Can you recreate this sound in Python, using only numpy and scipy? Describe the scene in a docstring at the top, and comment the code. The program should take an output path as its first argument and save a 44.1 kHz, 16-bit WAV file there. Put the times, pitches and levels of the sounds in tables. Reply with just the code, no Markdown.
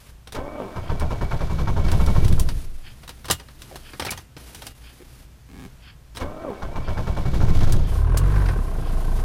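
"""Inside a parked car, at the driver's seat: a cold diesel grinds through slow compressions on the
starter, fires a few times and dies. The key clinks off and on, the pinion slams in again, and the
engine catches, flares and sinks to a pulsing idle. Gear teeth whine and crunch; firings thump, knock
and rock the block on its mounts. Close by in the padded cabin are stretches of soft rustle and hiss,
short stick-slip creaks like rubbing fingers, and some small mechanism that whirrs once a second."""
import sys
import numpy as np
from scipy import signal
from scipy.fft import rfft, irfft, next_fast_len
from scipy.io import wavfile
from scipy.ndimage import uniform_filter1d, map_coordinates

SR = 44100
rng = np.random.default_rng(int(sys.argv[2]) if len(sys.argv) > 2 else 0)


def log_audio(samples):
    """Write samples as a 16-bit WAV file to the path given in sys.argv[1]."""
    # one column per channel
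    frames = np.atleast_2d(samples).T
    # limit to full scale, then quantise
    limited = np.clip(frames, -1, 1)
    pcm = np.round(limited * 32767).astype(np.int16)
    wavfile.write(sys.argv[1], SR, pcm)


N = 407484

# the block on its rubber mounts: f/Hz, level/dB, t60/s
MOUNT_MODES = [(15.56, 2.5, 0.58), (26.74, -14, 1), (49.8, 1, 0.24)]
# body shell: f/Hz, level/dB, t60/s
PANEL_MODES = [(83.5, 3.5, 0.25), (126.2, -1.5, 0.16), (156.4, -5, 0.22)]
# one firing, felt through the bulkhead: f/Hz, level/dB, t60/s
THUMP_MODES = [(52.3, -13.5, 0.096), (113.8, 3, 0.068), (155.2, -2.5, 0.089)]
# low boom of the engine: f/Hz, level/dB
BOOM_SPECTRUM = [(35, -9), (70, 4), (165, -1), (220, -13.5), (330, -13), (520, -21), (900, -33)]
# rustle and scuffs: f/Hz, level/dB
RUSTLE_SPECTRUM = [(200, 17.5), (600, 7), (5000, 3), (7500, -1), (10500, 3), (15500, -5.5)]
# each start: pinion engages/s, first drag/s, release/s, tooth rate on engaging/Hz, armature ring/dB
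START_ATTEMPTS = [(0.356, 0.665, 2.225, 215.3, -52.5), (6.21, 6.538, 7.654, 261.7, -54)]
# compressions, one list per start: t/s, gear crunch/dB, firing thump/dB
CRANK_STROKES = [
    [(.757, -29, -42), (.892, -26, -15.5), (1.005, -25, -34), (1.105, -27, -29), (1.208, -26.5, -33),
     (1.309, -25, -16), (1.404, -26.5, -14), (1.497, -30.5, -16), (1.583, -27, -18), (1.672, -23.5, -16),
     (1.763, -26.5, -33), (1.842, -30, -24), (1.917, -26, -4), (1.994, -25.5, -13), (2.072, -27, -7),
     (2.149, -26, -7), (2.224, -37, -5), (2.298, -37, -4), (2.374, -34, -15.5), (2.45, -46, -35),
     (2.55, -58, -38)],
    [(6.619, -28, -39), (6.755, -27.5, -23.5), (6.876, -27.5, -32), (6.97, -26, -23), (7.068, -27.5, -26),
     (7.165, -27, -23), (7.251, -31, -14), (7.331, -29.5, -11), (7.402, -26, -7), (7.476, -31.5, -11),
     (7.544, -38, -12), (7.605, -26.5, -19), (7.669, -34, -15), (7.733, -32.5, -7.5), (7.787, -39, -26)],
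]


def amp(db):
    return 10 ** (np.asarray(db) / 20)


def unit(x):
    return x / np.sqrt(np.mean(x ** 2) + 1e-20)


def clock(count=N):
    return np.arange(count) / SR


def curves(rows):
    """One value per sample for each column after the time."""
    times, *columns = np.transpose(rows)
    return [np.interp(clock(), times, column) for column in columns]


def wobble(rate):
    """A smooth random curve, rate knots a second."""
    steps = np.arange(0, N * rate / SR + 1, 1 / 8)
    knots = rng.standard_normal(int(N * rate / SR) + 4)
    return np.interp(clock() * rate, steps, map_coordinates(knots, [steps]))


def filtered(x, response):
    """x shaped by a frequency response."""
    size = next_fast_len(N + SR // 2)
    return irfft(rfft(x, size) * response(np.fft.rfftfreq(size, 1 / SR)), size)[:N]


def noise(spectrum):
    """Noise of rms 1, coloured by rows of f/Hz, level/dB."""
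    f, db = np.transpose(spectrum)
    gain = lambda hz: amp(np.interp(np.log(hz + 1), np.log(f), db, left=-120, right=-120))
    return unit(filtered(rng.standard_normal(N), gain))


def resonate(x, peaks):
    """x through resonances of f/Hz, width/Hz, level/dB."""
    def response(f):
        return sum(amp(db) * 1j * f * width / (hz * hz - f * f + 1j * f * width)
                   for hz, width, db in peaks)
    return filtered(x, response)


def add(track, s, sound):
    """Mix a sound in at s seconds."""
    part = track[max(round(s * SR), 0):][:len(sound)]
    part += sound[:len(part)]


def bursts(times, levels_db, attack, t60):
    """Envelope of blows that rise and die away; their powers add."""
    t, power = clock(SR // 2), np.zeros(N)
    shape = (1 - np.exp(-t / attack)) * amp(-60 * t / t60)
    shape = (shape / shape.max()) ** 2
    for s, db in zip(times, levels_db):
        add(power, s, shape * amp(2 * db))
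    return np.sqrt(power)


def swells(times, levels_db, peak_s):
    """Envelope of rounded pushes, each strongest peak_s after it begins."""
    age, out = clock(SR // 4) / peak_s, np.zeros(N)
    for s, db in zip(times, levels_db):
        add(out, s, amp(db) * (age * np.exp(1 - age)) ** 1.5)
    return out


def rings(times, levels_db, modes, attack, scatter_db, detune):
    """Each blow rings the modes, scattered in strength and pitch."""
    hz, db, t60 = np.transpose(modes)[:, :, None]
    t, out = clock(int(SR * t60.max())), np.zeros(N)
    decay = amp(db - db.max() - 60 * t / t60) * (1 - np.exp(-t / attack))
    for s, level in zip(times, levels_db):
        size, shift = rng.standard_normal((2, len(hz), 1))
        partials = np.sin(2 * np.pi * hz * (1 + detune * shift) * t)
        add(out, s, np.sum(amp(level + scatter_db * size) * decay * partials, 0))
    return out


def room_tone(hum_hz=60):
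    """The low rumble and faint steady hum of the parked car."""
    # cabin air: f/Hz, level/dB
    rumble_spectrum = [(15, -26), (25, 4), (42, -6.5), (58, 4.5), (80, -9.5), (130, -3), (180, -14.5),
                       (400, -24.5), (2400, -32), (15000, -41.5)]
    hum = amp(-52) * unit(np.sin(2 * np.pi * hum_hz * clock()))
    return hum + amp(-46.5 + wobble(4.79)) * noise(rumble_spectrum)


def rustle(attack_s=.0037, release_s=.024, resting_db=-74.5):
    """Stretches of soft, high rustle and hiss close by."""
    # stretches of rustle or hiss: t/s, length/s, level/dB
    stretches = [(0, 0.1, -54.5), (1.894, 0.75, -48.5), (2.605, 1, -57), (3.587, 0.62, -51.5),
                 (4.376, 0.33, -49), (4.748, 0.49, -55), (7.868, 0.14, -46.5), (8.244, 0.28, -49.5),
                 (8.503, 0.45, -51.5), (8.905, 0.31, -47.5)]
    t, envelope = clock(), amp(resting_db)
    for s, length, db in stretches:
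        gate = np.clip((t - s) / attack_s, 0, 1) * np.exp(-np.maximum(t - s - length, 0) / release_s)
        envelope = np.maximum(envelope, amp(db) * gate)
    return envelope * amp(1.8 * wobble(97)) * noise(RUSTLE_SPECTRUM)


def whirr(first_s=.875, every_s=1.0, half_length_s=.034):
    """A faint, grainy mechanism swells and fades in a small casing, regular as clockwork."""
    # its casing: f/Hz, width/Hz, level/dB
    casing = [(1810, 240, -7), (2620, 690, -2.5), (3170, 300, 3), (4440, 270, 0.5), (4830, 200, -5)]
    offset = (clock() - first_s + every_s / 2) % every_s - every_s / 2
    swell = np.exp(-(offset / half_length_s) ** 2 / 2)
    grains = noise([(700, 9), (1500, 3.5), (5200, -6.5), (6500, -35)]) * amp(2.9 * wobble(150))
    return amp(-48) * swell * unit(resonate(grains, casing))


def creaks(squeak_t60=.031, scuff_t60=.082):
    """Short stick-slip creaks close by, like rubbing fingers; each slip squeaks, scuffs and ticks."""
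    # runs of slips: t/s, length/s, level/dB, pitch/Hz, slip rate/Hz
    runs = [(3.712, .045, -45.5, 680, 114), (4.087, .008, -39, 2540, 290), (5.003, .018, -49.5, 376, 174),
            (5.484, .06, -49.5, 235, 70), (5.558, .11, -44.5, 223, 106)]
    # creak resonances: f/Hz, width/Hz, level/dB
    resonances = [(395, 31, 11), (804, 130, 0), (1090, 260, -4.5), (1605, 99, -2.5), (2170, 84, -2),
                  (3070, 33, -8)]
    squeaks, ticks, scuffs = np.zeros((3, N))
    t = clock(SR // 30)
    for s, length, db, hz, rate in runs:
        for slip in np.arange(0, length, 1 / rate):
            late, size, shift = rng.standard_normal(3)
            when, level = s + slip + .3 * late / rate, db + 3 * size
            tone = np.sin(2 * np.pi * hz * np.exp(.116 * shift) * t)
            add(squeaks, when, amp(level + 12 - 60 * t / squeak_t60) * tone)
            add(ticks, when, amp([level + 35]))
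            add(scuffs, when, amp(level - 17 - 60 * t / scuff_t60))
    return squeaks + resonate(ticks, resonances) + scuffs * noise(RUSTLE_SPECTRUM)


def keys():
    """Each contact thuds in the dashboard, clicks in the lock and rings the keys."""
    # key on lock: t/s, level/dB, brightness/dB (below 0 a dull clunk, above 0 a clink)
    contacts = [(0.2726, -35.5, -3), (0.3226, -30.5, -1), (0.9969, -34, 2.5), (1.883, -30.5, -11),
                (1.916, -26.5, 0.5), (2.062, -30, -1.5), (2.2467, -28.5, -1.5), (2.28, -29.5, 2),
                (2.3254, -30, -0.5), (2.396, -26, 8.5), (2.4884, -27.5, -3.5), (3.032, -40, -5),
                (3.0773, -35, -1), (3.092, -30, -1.5), (3.244, -36, -7), (3.254, -31.5, -1),
                (3.2834, -26.5, -4), (3.3, -14.5, -5.5), (3.31, -12, 6), (3.398, -36.5, -5.5),
                (3.485, -45, -8), (3.619, -36, 0.5), (3.7569, -32, -1.5), (3.934, -37.5, -11),
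                (3.9966, -21, -4.5), (4.022, -28, -7.5), (4.049, -23.5, -1.5), (4.065, -23, -6.5),
                (4.106, -25.5, 8.5), (4.118, -25, -7), (4.1753, -30.5, -2), (4.366, -36.5, -8),
                (4.5464, -32.5, 1), (4.62, -32, -2.5), (4.6673, -30, 2.5), (6.149, -39.5, -4),
                (6.159, -37, 0), (6.17, -28, -3), (7.7222, -27, 4), (8.1727, -24, 8), (8.358, -38, -15.5),
                (8.458, -35.5, -13), (8.4861, -32, -14)]
    # low, middle and top of a contact: f/Hz, level/dB
    clunk_spectrum = [(70, -18), (110, 11), (300, 4.5), (800, 3), (1600, 2), (2600, -6), (5000, -57)]
    click_spectrum = [(1000, -7), (2200, 0), (3200, 7), (6000, 0), (9000, -54)]
    sparkle_spectrum = [(4500, -1), (7500, 1.5), (9500, 2.5), (13000, -3), (16000, -8)]
    # keys and lock barrel: f/Hz, level/dB, t60/s
    metal_modes = [(1570, -2, .07), (2850, -7, .35), (3900, -1, .07), (4630, -3, .06), (5010, 1, .07),
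                   (5400, -2, .06), (6060, 1, .09), (8440, 3, .09), (9650, -3, .06)]
    # small parts of the lock: f/Hz, level/dB, t60/s
    tumbler_modes = [(992, 0, 0.047), (1682, 1.5, 0.02), (2960, -1, 0.018), (4114, 4, 0.015),
                     (5167, -1, 0.036)]
    s, db, bright_db = np.transpose(contacts)
    clunk = bursts(s, db - bright_db - 9.5, attack=.00054, t60=.09) * noise(clunk_spectrum)
    click = bursts(s, db - 9, attack=.00042, t60=.085) * noise(click_spectrum)
    sparkle = bursts(s, db + bright_db - 8.5, attack=.00044, t60=.062) * noise(sparkle_spectrum)
    jingle = rings(s, db - 20.5, metal_modes, attack=.0004, scatter_db=3, detune=.012)
    thud = rings(s, db - 12.5, PANEL_MODES, attack=.006, scatter_db=1.5, detune=.024)
    tumblers = rings(s, db - 5, tumbler_modes, attack=.0003, scatter_db=3, detune=.12)
    grit = unit(amp(1.1 * wobble(400)))
    return (clunk + click + sparkle) * grit + jingle + tumblers + thud


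def cabin(x, t60, wet_db):
    """Glass and upholstery give a very short answer."""
    t = clock(SR // 4)
    tail = rng.standard_normal(len(t)) * amp(-60 * t / t60) * (t > .003)
    return x + amp(wet_db) * signal.fftconvolve(x, tail / np.linalg.norm(tail))[:N]


def gear_noise():
    """Gritty meshing of rms 1 that rings the bell housing."""
    # scraping teeth: f/Hz, level/dB
    mesh_spectrum = [(120, -23), (200, 4.5), (420, 1.5), (750, 0), (1300, -26.5), (1800, -25.5),
                     (3400, -23.5), (7000, -80)]
    # bell housing: f/Hz, width/Hz, level/dB
    housing = [(583, 6.2, 3), (933, 9.2, -3.5), (1046, 23, 0), (1338, 10, -13), (1532, 15, -6.5)]
    ring = unit(resonate(rng.standard_normal(N), housing))
    return unit((noise(mesh_spectrum) + amp(-4.5) * ring) * amp(2.2 * wobble(300)))


def strokes():
    """Pinion jolts and piston strokes, as columns t/s, crunch/dB, thump/dB, rocking/dB, boom/dB."""
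    # the pinion slams in: crunch/dB, thump/dB, rocking/dB, boom/dB
    jolt_db = (-26.5, -29, -39, -35)
    # force of the strokes as cylinders begin to fire, one curve per start: t/s, rocking/dB, boom/dB
    efforts = [
        [(.76, -36.5, -31.5), (.9, -29.5, -26.5), (1.3, -29, -30), (1.8, -25, -22), (2.15, -21.5, -21.5),
         (2.33, -20.5, -21.5), (2.55, -31, -43)],
        [(6.62, -33, -33), (7, -28.5, -27), (7.25, -27.5, -24.5), (7.4, -22.5, -21.5), (7.7, -23.5, -21),
         (7.8, -36, -27)],
    ]
    rows = [(engage, *jolt_db) for engage, *_ in START_ATTEMPTS]
    for cranking, effort in zip(CRANK_STROKES, efforts):
        times, rock_db, boom_db = np.transpose(effort)
        for s, *levels in cranking:
            rows.append((s, *levels, np.interp(s, times, rock_db), np.interp(s, times, boom_db)))
    return np.transpose(rows)


def starter_motion(free_tooth_hz=348, spin_up_s=.14, drag_share=.44, drag_s=.058):
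    """Tooth rate and four gains as the starter spins up, labours, cranks and lets go."""
    t, motion = clock(), np.zeros((5, N))
    hump = lambda s: np.exp(-((t - s) / drag_s) ** 2)
    for (engage, drag, release, engage_hz, ring_db), cranking in zip(START_ATTEMPTS, CRANK_STROKES):
        times = np.transpose(cranking)[0]
        crank_hz = np.interp(t, times[1:], 1 / np.diff(times))
        octaves = np.log2(crank_hz / 10)
        age, coasting = np.maximum(t - engage, 0), np.maximum(t - release, 0)
        on = np.clip((t - engage) / .02 + 1, 0, 1)
        meshed = on * amp(-50 * coasting)
        tooth_hz = free_tooth_hz + (engage_hz - free_tooth_hz) * np.exp(-age / spin_up_s)
        tooth_hz *= 1 - drag_share * hump(drag)  # the first compression drags the speed down
        # the whine is loud on engaging and swells again as the motor slows
        whine_db = -50.5 + 16 * np.exp(-age / .37) + 10 * hump(drag - .046)
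        bite_db = np.interp(t, [drag - drag_s, drag], [-12, 0])  # teeth meet compression
        hiss_db = -51.5 + .49 * bite_db + 11.5 * octaves - 60 * coasting
        sing_db = ring_db + 3.5 * octaves - 60 * coasting
        whine, grind, sing = meshed * amp([whine_db, bite_db - 47.5, sing_db])
        motion = np.where(on > 0, [tooth_hz, whine, grind, on * amp(hiss_db), sing], motion)
    return motion


def starter(armature_hz=2266, waver=.01387):
    """The pinion growls, slowing at every compression; the armature sings and the brushes hiss."""
    # gear whine: multiple of the tooth rate, level/dB
    harmonics = [(1, 22.5), (2, 26.5), (4, 17.5)]
    # motor brushes: f/Hz, level/dB
    brush_spectrum = [(1200, 8.5), (2400, 1.5), (3500, 4), (6500, -2.5), (7800, -7.5), (13000, -10.5),
                      (16000, -23)]
    s = strokes()[0]
    load = bursts(s, np.zeros_like(s), attack=.019, t60=.16)
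    tooth_hz, whine_gain, grind_gain, hiss_gain, sing_gain = starter_motion()
    backlash, chatter = .042 * wobble(260), amp(3.5 * wobble(300))
    phase = 2 * np.pi * np.cumsum(tooth_hz * (1 - .08 * load + backlash)) / SR
    teeth = unit(chatter * sum(amp(db + wobble(110)) * np.sin(k * phase) for k, db in harmonics))
    scrape = gear_noise() * (1 + np.cos(phase))  # one scrape as each tooth engages
    gears = whine_gain * (teeth + .62 * scrape) + grind_gain * scrape
    ring_hz = armature_hz * (1 + waver * (wobble(20) + wobble(300)))
    flutter = amp(6.5 * load - 4.5 + 3 * wobble(25) + 3 * wobble(130))
    sing = flutter * unit(np.sin(2 * np.pi * np.cumsum(ring_hz) / SR))
    switch_on = [engage - .012 for engage, *_ in START_ATTEMPTS]
    inrush = bursts(switch_on, [-41] * len(switch_on), attack=.011, t60=.067)
    hiss = noise(brush_spectrum) * amp(6.1 * load - 1.5 + 1.94 * wobble(150))
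    return gears + (sing_gain + .25 * inrush) * sing + (hiss_gain + inrush) * hiss


def compressions(firing_delay_s=.03, loaded_tooth_hz=191.3, rebound_s=.011):
    """Each stroke clangs the flywheel, hammers the teeth and rocks the block; its firing thumps after."""
    # the stalled block rocks to rest: t/s, level/dB
    shudders = [(2.604, -23), (2.669, -24), (2.733, -30.5)]
    # teeth under full load: f/Hz, level/dB
    clash_spectrum = [(500, 0), (900, 5), (1700, 1.5), (2100, -8), (6500, -17)]
    # ring gear struck by the pinion: f/Hz, level/dB, t60/s
    flywheel = [(935, -2.5, 0.13), (1083, -1.5, 0.066), (1358, -3, 0.057), (1628, -7.5, 0.04)]
    s, crunch_db, thump_db, rock_db, boom_db = strokes()
    shudder_s, shudder_db = np.transpose(shudders)
    rock = rings(np.r_[s + .004, shudder_s], np.r_[rock_db + 14, shudder_db], MOUNT_MODES,
                 attack=.008, scatter_db=1, detune=.02)
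    shell = rings(s + .00745, boom_db + 8, PANEL_MODES, attack=.021, scatter_db=3, detune=.029)
    thump = rings(s + firing_delay_s, thump_db, THUMP_MODES, attack=.0058, scatter_db=.5, detune=.053)
    boom = bursts(s, boom_db, attack=.0014, t60=.71) * noise(BOOM_SPECTRUM)
    tooth_phase = 2 * np.pi * np.cumsum(loaded_tooth_hz * (1 + .15 * wobble(40))) / SR
    hammer = unit(np.exp(.8 * np.cos(tooth_phase)))
    crunch = swells(s, crunch_db - 5.5, peak_s=.021) * gear_noise()
    clash = swells(s, crunch_db - 9.5, peak_s=.0082) * noise(clash_spectrum)
    clang = sum(rings(s + delay, crunch_db - 8.5, flywheel, attack=.0009, scatter_db=3, detune=.035)
                for delay in (0, rebound_s))  # the pinion hits twice across its backlash
    return rock + shell + thump + boom + hammer * (crunch + clash) + clang


def running_engine(first_cylinder_s=9.006, valve_lag=.35):
    """Firings throb, thump and knock; the exhaust drones, valves tap and the block lurches as it revs."""
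    # flare and fall to idle: t/s, firing rate/Hz
    speed = [(7.78, 20.7), (7.9, 25.5), (7.98, 31), (8.05, 38.5), (8.18, 42.5), (8.25, 46.5), (8.36, 51.5),
             (8.46, 45.5), (8.56, 37.5), (8.66, 30.5), (8.8, 27), (9.0, 27.1), (9.24, 28)]
    # engine mix: t/s, throb/dB, exhaust drone/dB, clatter/dB
    mix = [(7.8, -20, -26, -46.5), (7.93, -20.5, -21.5, -39), (8.08, -17.5, -21, -36.5),
           (8.28, -18.5, -20, -32), (8.48, -17, -26.5, -32.5), (8.6, -21.5, -29, -38.5),
           (8.72, -24.5, -49, -40), (8.92, -20, -44, -38.5), (9.24, -18, -39, -39)]
    # five cold cylinders firing unequally: level/dB
    cylinders = [-0.5, 1, 3.5, 2.5, 5]
    # exhaust drone: multiple of the firing rate, level/dB
    harmonics = [(2, 5), (3, 1)]
    # combustion in the block: f/Hz, level/dB, t60/s
    knock_modes = [(1050, 7.5, 0.049), (1537, -4, 0.12)]
    # valve gear: f/Hz, level/dB, t60/s
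    tappet_modes = [(665, -6.5, 0.078), (753, 4, 0.026), (894, -5, 0.03)]
    # diesel clatter: f/Hz, level/dB
    clatter_spectrum = [(120, -20), (190, -4.5), (450, -0.5), (620, -9.5), (1300, -9.5), (1800, -19),
                        (8000, -40), (11000, -32)]
    t = clock()
    firing_hz, = curves(speed)
    throb_db, drone_db, clatter_db = curves(mix)
    gate = np.clip(np.minimum(t - mix[0][0], mix[-1][0] + .03 - t) / .02, 0, 1)
    firings = np.cumsum(firing_hz) / SR
    firings -= np.interp(first_cylinder_s, t, firings)  # the first cylinder fires at this moment
    revs = np.maximum(firing_hz / firing_hz[-1] - 1, 0)  # 0 at idle, 1 at twice idle speed
    blow_db = clatter_db - 8 * revs  # above idle, single blows merge into a steady ringing

    phase = 2 * np.pi * (firings + .1)  # the pressure leads the knock
    cylinder_db = np.interp(firings, np.arange(len(cylinders)), cylinders, period=len(cylinders))
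    stagger = .25 * wobble(16)  # cold firings come early or late
    puff = np.exp(np.cos(phase))
    throb = unit((puff.mean() - puff) * amp(cylinder_db + (.4 + 3.1 * revs) * wobble(22)))
    drone = unit(sum(amp(db + 1.5 * wobble(14)) * np.sin(k * phase + stagger) for k, db in harmonics))

    onsets = lambda lag: np.flatnonzero(np.diff(np.floor(firings - lag)) * (gate[1:] > 0))
    fired, tapped = onsets(0), onsets(valve_lag)  # the valves follow by a share of a firing
    s = fired / SR
    thump = rings(s, blow_db[fired] + 12.5, THUMP_MODES, attack=.0039, scatter_db=0, detune=.024)
    lurch = revs * rings(s, throb_db[fired] - 2, MOUNT_MODES, attack=.004, scatter_db=4, detune=.1)
    knock = rings(s, blow_db[fired] + 7, knock_modes, attack=.002, scatter_db=2, detune=.025)
    tap_db = blow_db + 15.5 - 20 * revs
    taps = rings(tapped / SR, tap_db[tapped], tappet_modes, attack=.003, scatter_db=1.5, detune=.015)

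    firing_decay = uniform_filter1d(np.exp(-(firings % 1) / .3), SR // 400)
    pulse = unit(.6 + firing_decay * amp(3 * wobble(30)))
    block_ring = unit(resonate(rng.standard_normal(N), [(hz, 70, 0) for hz, *_ in knock_modes]))
    clatter = amp(clatter_db - 2) * (noise(clatter_spectrum) + .56 * revs * block_ring)
    boom = amp(blow_db + 7.5) * noise(BOOM_SPECTRUM)
    body = amp(throb_db) * throb + amp(drone_db) * drone + pulse * (clatter + boom)
    return gate * body + thump + lurch + knock + taps


def scene():
    engine = compressions() + starter() + running_engine()
    handling = cabin(keys() + creaks(), t60=.11, wet_db=-11.5)
    return (engine + handling + whirr() + rustle() + room_tone())[None]


def record(dry, ceiling=.68, low_hz=5, top_hz=16000):
    """Round off the largest peaks, then cut the deepest lows and the very top."""
    rounded = dry[0] / (1 + np.abs(dry[0] / ceiling) ** 6) ** (1 / 6)
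    return filtered(rounded, lambda hz: hz / np.hypot(hz, low_hz) * (hz < top_hz))[None]


dry = scene()
out = record(dry)
log_audio(out)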